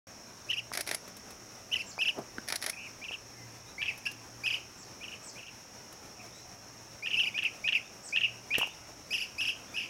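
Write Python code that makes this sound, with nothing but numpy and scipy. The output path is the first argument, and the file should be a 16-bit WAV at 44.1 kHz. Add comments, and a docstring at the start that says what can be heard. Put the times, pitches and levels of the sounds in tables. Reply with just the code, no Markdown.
"""Bee-eaters at a sandy nesting bank

Bee-eaters chirp in quick runs of cracking whistles, and the bank throws the calls back.
Insects buzz steadily over faint outdoor air and a low hum; thin whistles come from farther off.
Up close, a still camera rattles through two pairs of frames among soft knocks and dry ticks.
One bird ruffles the air as it takes off, and a few soft calls quaver."""
import sys
import numpy as np
from scipy import signal
from scipy.fft import rfft, irfft
from scipy.io import wavfile
from scipy.ndimage import uniform_filter1d

SR = 44100
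rng = np.random.default_rng(int(sys.argv[2]) if len(sys.argv) > 2 else 0)


def wrap_up_sound(samples):
    """Save the sound to the file named by the first command line argument, as 16-bit audio."""
    columns = np.atleast_2d(samples).T
    # keep every value between -1 and 1, then stretch to whole-number steps
    tamed = np.clip(columns, -1, 1)
    steps = np.round(tamed * 32767).astype(np.int16)
    wavfile.write(sys.argv[1], SR, steps)


N = 436149
TIME = np.arange(N) / SR

# Colour of the outdoor air. Each row: frequency in Hz, gain in dB.
AIR_EQ = [(15, -45), (25, -11), (114, 0), (145, -6.5), (185, -1), (451, -5), (677, -4.5), (818, -6.5),
          (2220, -12), (2550, -11.5), (3160, -17.5), (4870, -18), (5570, -6.5), (7310, -19.5),
          (16000, -28.5)]
# Fader ride on the hum. Each row: time in seconds, relative level in dB.
HUM_RIDE = [(.2, -69), (.6, -56), (1, -65), (3.1, -71), (3.45, -50), (3.75, -66), (4.1, -56), (4.5, -55),
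            (4.8, -69), (7.2, -61), (8.1, -69), (8.3, -53.5), (8.55, -65)]
# The insect chorus. Each row: centre in Hz, width in Hz, level in dB.
INSECT_BANDS = [(5523, 490, -57), (5880, 220, -73), (6440, 460, -63.5)]
# Throat resonance, shaping the fundamental. Each row: frequency in Hz, gain in dB.
THROAT_EQ = [(1800, -5), (2300, -10), (2780, 0), (3100, 0), (3350, -22), (3700, -29)]
# Upper resonances of throat and bill, colouring the overtones. Each row: frequency in Hz, gain in dB.
BILL_EQ = [(4000, 9), (5200, 14.5), (6500, 6), (7700, -4), (9000, -12), (10700, 4), (12200, -2),
           (13500, -26)]
# The notes of each named phrase. Each row: place in the call from 0 to 1, accent in dB, unscaled leap
# in Hz, then rise, half crest and fall in seconds, relative level of the rise in dB.
PHRASE_NOTES = { "rolling": [(0, 0, 1020, .044, .0028, .021, -3), (.57, -3.5, 900, .007, .001, .02, -5),
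                (.9, 2, 130, .011, .0005, .009, -9), (1, .5, 60, .006, .0003, .026, -12)],
                "loose": [(0, -.5, 785, .031, .0008, .037, 1), (.44, -.5, 250, .006, .0002, .025, -18),
                (.85, 0, 700, .015, .0006, .02, -4), (1, -1, 430, .01, .0002, .028, -17)],
                "even": [(0, 0, 670, .031, .0005, .04, -2), (.51, -1, 820, .005, .0002, .025, -16),
                (1, 0, 550, .018, .0004, .028, .5)], "arched": [(0, -1, 45, .022, .0061, .008, -10),
                (.23, .5, 900, .018, .0046, .026, -18), (1, 0, 115, .022, .0098, .013, -4)],
                "chip": [(0, 0, 50, .01, .0058, .006, -5)]}
# Bee-eater calls. Each row: first and last crest in seconds, phrase, first and last level in dB,
# first and last shoulder pitch in Hz, leap scale, overtone trim in dB, echo send in dB.
CALL_CUES = [(.5075, .582, "arched", -25.7, -29.3, 2660, 2490, 1.1, -27, -18),
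             (1.7345, 1.803, "arched", -24, -30.5, 2720, 2290, 1.25, -25, -15),
             (2.017, 2.0875, "even", -22.8, -23.8, 2550, 2670, .8, -29.5, -20),
             (3.0455, 3.138, "loose", -34.8, -33, 2400, 2610, 1.1, -37, -17),
             (3.8231, 3.891, "rolling", -24.8, -25.5, 2320, 2300, .9, -37.5, -8.5),
             (4.0636, 4.0636, "chip", -26.3, -26.3, 2430, 2430, 1, -23, -8.5),
             (4.466, 4.543, "even", -23.5, -25.3, 2520, 2500, .9, -28, -9.5),
             (5.038, 5.1385, "loose", -37.5, -40, 2450, 2430, 1.05, -41, -10),
             (5.388, 5.4848, "loose", -41.5, -43.5, 2435, 2400, 1.05, -40, -9),
             (7.067, 7.143, "rolling", -25, -25.5, 2460, 2500, .95, -35.5, -10),
             (7.1975, 7.2738, "even", -21.5, -25, 2670, 2410, .55, -31, -15),
             (7.3845, 7.4608, "rolling", -23.3, -21.3, 2480, 2380, .85, -39.5, -12),
             (7.683, 7.7613, "rolling", -19, -19, 2515, 2365, .85, -39, -14),
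             (8.1675, 8.2462, "rolling", -19.2, -22.7, 2515, 2500, .9, -42, -10),
             (8.5483, 8.628, "rolling", -18.3, -25, 2460, 2515, .95, -43, -9.5),
             (9.1363, 9.2188, "even", -26.3, -29.3, 2550, 2485, 1.25, -21.5, -6.5),
             (9.411, 9.4894, "even", -25.5, -26, 2580, 2615, .85, -24.5, -7.5),
             (9.77, 9.834, "even", -30.3, -36.5, 2550, 2390, 1.15, -27.5, -1.5)]
# Ring of the sand bank. Each row: frequency in Hz, seconds to fade by 60 dB.
BANK_DECAY = [(300, .25), (2700, 0.46), (8000, 0.37), (15000, 0.26)]
# Soft knocks. Each row: start in seconds, level in dB, pitch in Hz, decay in seconds.
KNOCK_CUES = [(.7175, -21, 1120, 0.00079), (1.98, -20, 850, 0.00082), (1.9915, -28.5, 715, .0012),
              (2.383, -21.5, 1520, 0.0016), (2.384, -32.5, 240, 0.006), (3.11, -30, 700, 0.0013),
              (4.065, -37.5, 1655, 0.015), (8.5826, -21.5, 463, .0025), (8.613, -20, 960, .0015),
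              (8.631, -19.5, 970, 0.0011), (8.674, -30, 800, 0.001)]
# The camera's shutter releases, in seconds.
RELEASE_TIMES = [.774, 0.9126, 2.524, 2.6631]
# The hits of one shutter cycle. Each row: offset from the release in seconds, level in dB,
# hold in seconds, decay in seconds, low shelf in dB.
SHUTTER_HITS = [(-.047, -40, 0.0017, 0.0031, -5), (-.039, -31, 0.00038, 0.0084, -6.5),
                (-.023, -32.5, 0.0025, 0.0063, 1.5), (-.0005, -25.5, 0.0024, 0.0028, -2.5),
                (.008, -40.5, .02, .006, 5.5), (.033, -29, 0.0043, 0.0036, -16.5)]
# Resonances of the camera body. Each row: frequency in Hz, gain in dB.
CAMERA_EQ = [(120, -44), (200, -14.5), (416, -3), (509, -36), (590, 2), (1040, -12), (2090, 1), (2860, -12),
             (5420, -5), (7010, -16.5), (8740, -16), (10100, -8), (12600, -19), (13800, -21), (16000, -32)]
# Dry ticks. Each row: start in seconds, relative level in dB.
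TICK_CUES = [(1.0783, -39.5), (1.168, -37), (1.3064, -38.5), (2.1859, -43), (3.9776, -38), (4.055, -48),
             (4.1155, -38), (5.926, -39.5), (7.436, -37), (7.754, -42), (8.5828, -23), (8.613, -38),
             (8.6707, -39)]
# Thin arched whistles. Each row: start and length in seconds, top pitch in Hz, relative level in dB.
ARCH_CUES = [(1.855, 0.069, 7670, -48), (4.772, .07, 7800, -53.5), (5.224, 0.082, 8250, -47.5),
             (6.34, .07, 7900, -59), (8.03, 0.067, 8320, -45.5)]
# Pitch of that arch at even steps of time, as shares of its top.
ARCH_CONTOUR = [.8, .97, 1, .95, .85, .68, .48]
# Fader ride on the take-off. Each row: time in seconds, level in dB.
WING_RIDE = [(2.14, -63), (2.19, -35.5), (2.25, -62)]
# Colour of the wing noise. Each row: frequency in Hz, gain in dB.
WING_EQ = [(35, -43), (60, -17), (123, -2), (270, -6), (401, -1), (759, -5), (1480, -16), (3000, -51),
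           (3900, -60), (6600, -120)]
# Soft quavering calls. Each row: start and length in seconds, pitch in Hz, level in dB, depth in Hz.
TRILL_CUES = [(2.73, 0.016, 2520, -41.5, 20), (2.757, 0.13, 2607, -43, 230),
              (6.192, 0.027, 2530, -48.5, 150)]
# Far, nearly level tones. Each row: start and length in seconds, first pitch in Hz, relative level in dB.
FAR_TONE_CUES = [(3.36, .08, 2130, -56), (6.13, .14, 740, -64), (6.42, .16, 730, -65),
                 (8.02, .14, 720, -63)]
# Far rising whistles. Each row: start and length in seconds, end pitch in Hz, relative level in dB.
PEEP_CUES = [(3.66, 0.042, 4000, -59), (6.3, .11, 4070, -61), (7.305, .04, 3620, -61),
             (7.815, .05, 3720, -61), (8.68, .04, 3720, -58), (9.66, .04, 3600, -60)]


def amp(db):
    """Decibels to gain."""
    return 10 ** (np.asarray(db) / 20)


def unit(x):
    """Scales to rms 1."""
    return x / np.sqrt(np.mean(x ** 2) + 1e-20)


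def curve_at(points, hz):
    """Reads a curve on a log-frequency axis."""
    f, value = np.transpose(points)
    return np.interp(np.log(hz + 1), np.log(f + 1), value)


def add(mix, start, sound):
    """Drops a sound into the mix at a start in seconds."""
    part = mix[max(round(start * SR), 0):][:len(sound)]
    part += sound[:len(part)]


def noise(colour_db, size):
    """Noise of rms 1, shaped by the EQ colour_db(Hz)."""
    hz = np.fft.rfftfreq(size, 1 / SR)
    return unit(irfft(rfft(rng.standard_normal(size)) * amp(colour_db(hz)), size))


def wander(rate_hz, size=8192):
    """Smooth random modulation of rms 1, rolled off above the rate."""
    return noise(lambda hz: -10 * np.log10(1 + (hz / rate_hz) ** 6), size)


def phase_of(hz):
    """Running phase of a pitch curve."""
    return 2 * np.pi * np.cumsum(hz) / SR


def air(level_db=-52, swell_db=1.0, patch_db=1.5):
    """A soft bed of outdoor noise, with drifting patches below 5 kHz."""
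    wash = amp(level_db + swell_db * wander(9.1, N)) * noise(lambda hz: curve_at(AIR_EQ, hz), N)
    hz, _, spectra = signal.stft(wash, SR, nperseg=2048)
    patches = uniform_filter1d(rng.standard_normal(spectra.shape), size=5, axis=0)
    patches = unit(uniform_filter1d(patches, size=7, axis=1)) * (hz < 5000)[:, None]
    return signal.istft(spectra * amp(patch_db * patches), SR, nperseg=2048)[1][:N]


def hum(pitch_hz=118, waver_hz=1.4):
    """A far, low tone that wavers and swells."""
    tone = unit(np.sin(phase_of(pitch_hz + waver_hz * wander(3.3, N))))
    return amp(np.interp(TIME, *np.transpose(HUM_RIDE)) - 2.5) * tone


def insects(throb_db=1.3):
    """Many tymbals blur into narrow bands that throb unevenly."""
    out = np.zeros(N)
    for centre_hz, width_hz, db in INSECT_BANDS:
        band = noise(lambda hz: -10 * np.log10(1 + (2 * (hz - centre_hz) / width_hz) ** 4), N)
        out += amp(db + throb_db * wander(49, N)) * band
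    return out


def chirp_note(db, shoulder_hz, leap_hz, shape, overtone_db, jitter=.015, burr_hz=260, sub_db=-14.5):
    """A level whistle leaps to a crest, where the voice can crack, then slides down."""
    rise, crest, fall, rise_db = shape
    t = np.arange(-rise, crest + fall, 1 / SR)  # zero is mid-crest
    knee = min(crest + .005, .6 * rise)
    from_crest = np.maximum(abs(t) - crest, 0)
    glide = np.interp(t, [-rise, -.75 * rise, -knee, crest, crest + fall], [.86, .98, 1.02, 1.14, .82])
    hz = shoulder_hz * glide + leap_hz * np.exp(-from_crest / .0018)
    # a quick pitch flutter around the crest
    burr = .039 * np.exp(-from_crest / .007) * np.sin(2 * np.pi * (burr_hz * t + rng.random()))
    # nearly pure at the opening, rough from the leap onwards
    rough = np.interp(t, [-2 * knee, -knee], [.25, 1])
    hz *= 1 + burr + rough * jitter * wander(620)[:len(t)]
    shiver = amp(1.5 * rough * wander(180)[:len(t)])
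    effort = np.interp(t, [-rise, -.9 * rise, -knee, -.35 * knee, crest + .3 * fall, crest + fall],
                       [0, amp(rise_db), amp(rise_db), 1, 1, 0])
    phase = phase_of(hz)
    # the throat rings only while the pitch sweeps through it
    voice = amp(curve_at(THROAT_EQ, hz)) * np.sin(phase)
    overtones = sum(amp(curve_at(BILL_EQ, k * hz)) * np.sin(k * phase) for k in range(2, 6))
    # at the top the voice cracks: overtones give way to a sub-octave
    cracked = np.clip((hz - 3150) / 350, 0, 1)
    voice += amp(overtone_db - 2.5) * (1 - cracked) * overtones
    voice += amp(sub_db) * cracked * np.sin(phase / 2)
    return amp(db) * effort * shiver * voice


def bee_eaters():
    """Each call runs through its phrase, drifting in level and pitch; a share is sent to the bank."""
    direct, send = np.zeros((2, N))
    for call in CALL_CUES:
        first_s, last_s, phrase, first_db, last_db, first_hz, last_hz = call[:7]
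        leap_scale, overtone_db, send_db = call[7:]
        first, last = np.array([(first_s, first_db, first_hz), (last_s, last_db, last_hz)])
        for place, accent_db, leap_hz, *shape in PHRASE_NOTES[phrase]:
            crest_s, db, hz = first + place * (last - first)
            note = chirp_note(db + accent_db, hz, leap_scale * leap_hz, shape, overtone_db)
            start = crest_s - shape[0]  # the rise leads into the cue
            add(direct, start, note)
            add(send, start, amp(send_db) * note)
    return direct, send


def ground_bounce(x, ground_s=.0034, ground_db=-15, ledge_s=.0085, ledge_db=-16):
    """Weak bounces off the ground and a near ledge ripple the sweeping notes."""
    ground = amp(ground_db) * np.interp(TIME - ground_s, TIME, x)
    ledge = amp(ledge_db) * np.interp(TIME - ledge_s, TIME, x)
    return x + ground + ledge


def bank_echo(x, predelay_s=.007, taps_per_s=2000, early_db=5, early_decay_s=.036):
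    """Scattered echoes off the sand face, strong at first, then a faint tail."""
    t = np.arange(SR) / SR
    taps = rng.choice([-1., 1.], SR) * (rng.random(SR) < taps_per_s / SR) * (t > predelay_s)
    taps *= 1 + amp(early_db) * np.exp(-t / early_decay_s)
    hz, age, spectra = signal.stft(taps, SR, nperseg=256)
    fade = amp(-60 * age / curve_at(BANK_DECAY, hz)[:, None])
    tail = signal.istft(spectra * fade, SR, nperseg=256)[1]
    return signal.fftconvolve(x, tail / np.linalg.norm(tail))[:N]


def knocks(grit=.24, attack_s=.00053):
    """Heavily damped knocks: a blip of tone with a scuff of noise."""
    out, t = np.zeros(N), np.arange(4096) / SR
    for start, db, pitch_hz, decay in KNOCK_CUES:
        scuff = noise(lambda hz: -10 * np.log10(
            1 + (hz / (1.5 * pitch_hz)) ** 4 + (.3 * pitch_hz / (hz + 1)) ** 2), len(t))
        envelope = np.minimum(t / attack_s, 1) * np.exp(-t / decay)
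        add(out, start, amp(db) * envelope * (np.sin(2 * np.pi * pitch_hz * t) + grit * scuff))
    return out


def camera(shelf_hz=2200, attack_s=.00079):
    """Latch, mirror, shutter blades, motor and mirror return: short rattles in one body."""
    out, t = np.zeros(N), np.arange(4096) / SR
    for release in RELEASE_TIMES:
        for offset, db, hold, decay, shelf_db in SHUTTER_HITS:
            rattle = noise(lambda hz: curve_at(CAMERA_EQ, hz) + shelf_db / (1 + (hz / shelf_hz) ** 2),
                           len(t))
            envelope = np.minimum(t / attack_s, 1) * np.exp(-np.maximum(t - hold, 0) / decay)
            add(out, release + offset, amp(db) * envelope * rattle)
    return out


def ticks(decay_s=.0073):
    """Small, dry snaps of bright noise."""
    out, t = np.zeros(N), np.arange(4096) / SR
    for start, db in TICK_CUES:
        snap = noise(lambda hz: curve_at([(500, 7), (8000, .5), (11000, 3.5), (16000, -5.5)], hz), len(t))
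        add(out, start, amp(db - 6) * snap * np.exp(-t / decay_s))
    return out


def far_whistles(cues, contour, jitter):
    """Far birds: swelling pure tones that share one pitch contour."""
    out = np.zeros(N)
    for start, length, hz, db in cues:
        progress = np.linspace(0, 1, int(length * SR))
        pitch = hz * np.interp(progress, np.linspace(0, 1, len(contour)), contour)
        pitch *= 1 + jitter * wander(440)[:len(pitch)]
        swell = (.5 + progress) * signal.windows.tukey(len(pitch), .2)
        add(out, start, amp(db - 1.5) * swell * np.sin(phase_of(pitch)))
    return out


def wings():
    """A low ruffle of air as a bird takes off."""
    level_db = np.interp(TIME, *np.transpose(WING_RIDE), left=-120, right=-120)
    return amp(level_db) * noise(lambda hz: curve_at(WING_EQ, hz), N)


def trills(quaver_hz=140):
    """Soft arched calls with a fast quaver in the pitch."""
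    out = np.zeros(N)
    for start, length, hz, db, depth_hz in TRILL_CUES:
        progress = np.linspace(0, 1, int(length * SR))
        arch = hz * np.interp(progress, [0, .3, .8, 1], [.91, 1, 1.02, .75])
        quaver = depth_hz * np.sin(np.pi * progress) * np.sin(2 * np.pi * quaver_hz * length * progress)
        add(out, start, amp(db) * signal.windows.tukey(len(arch), .2) * np.sin(phase_of(arch + quaver)))
    return out


def scene():
    """The mono mix: close sounds nearly dry, far birds wet, over a steady bed."""
    calls, call_send = bee_eaters()
    far = far_whistles(ARCH_CUES, ARCH_CONTOUR, jitter=.0096)
    far += far_whistles(PEEP_CUES, [.86, .95, 1], jitter=.0048)
    far += far_whistles(FAR_TONE_CUES, [1, .95], jitter=.01)
    close = camera() + knocks() + ticks() + wings()
    soft_calls = trills()
    echo = bank_echo(call_send + amp(-1) * far + amp(-17) * close + amp(-11.5) * soft_calls)
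    bed = insects() + air() + hum()
    return (ground_bounce(calls + soft_calls + far) + close + echo + bed)[None]


def record(dry, silence_s=.069, fade_s=.002, cutoff_hz=15950):
    """The sound opens after a moment of silence, through a steep high cut."""
    opened = dry * np.clip((TIME - silence_s) / fade_s, 0, 1)
    high_cut = signal.firwin(511, cutoff_hz, window=("kaiser", 9), fs=SR)
    return signal.oaconvolve(opened, high_cut[None], "same")


dry = scene()
out = record(dry)
wrap_up_sound(out)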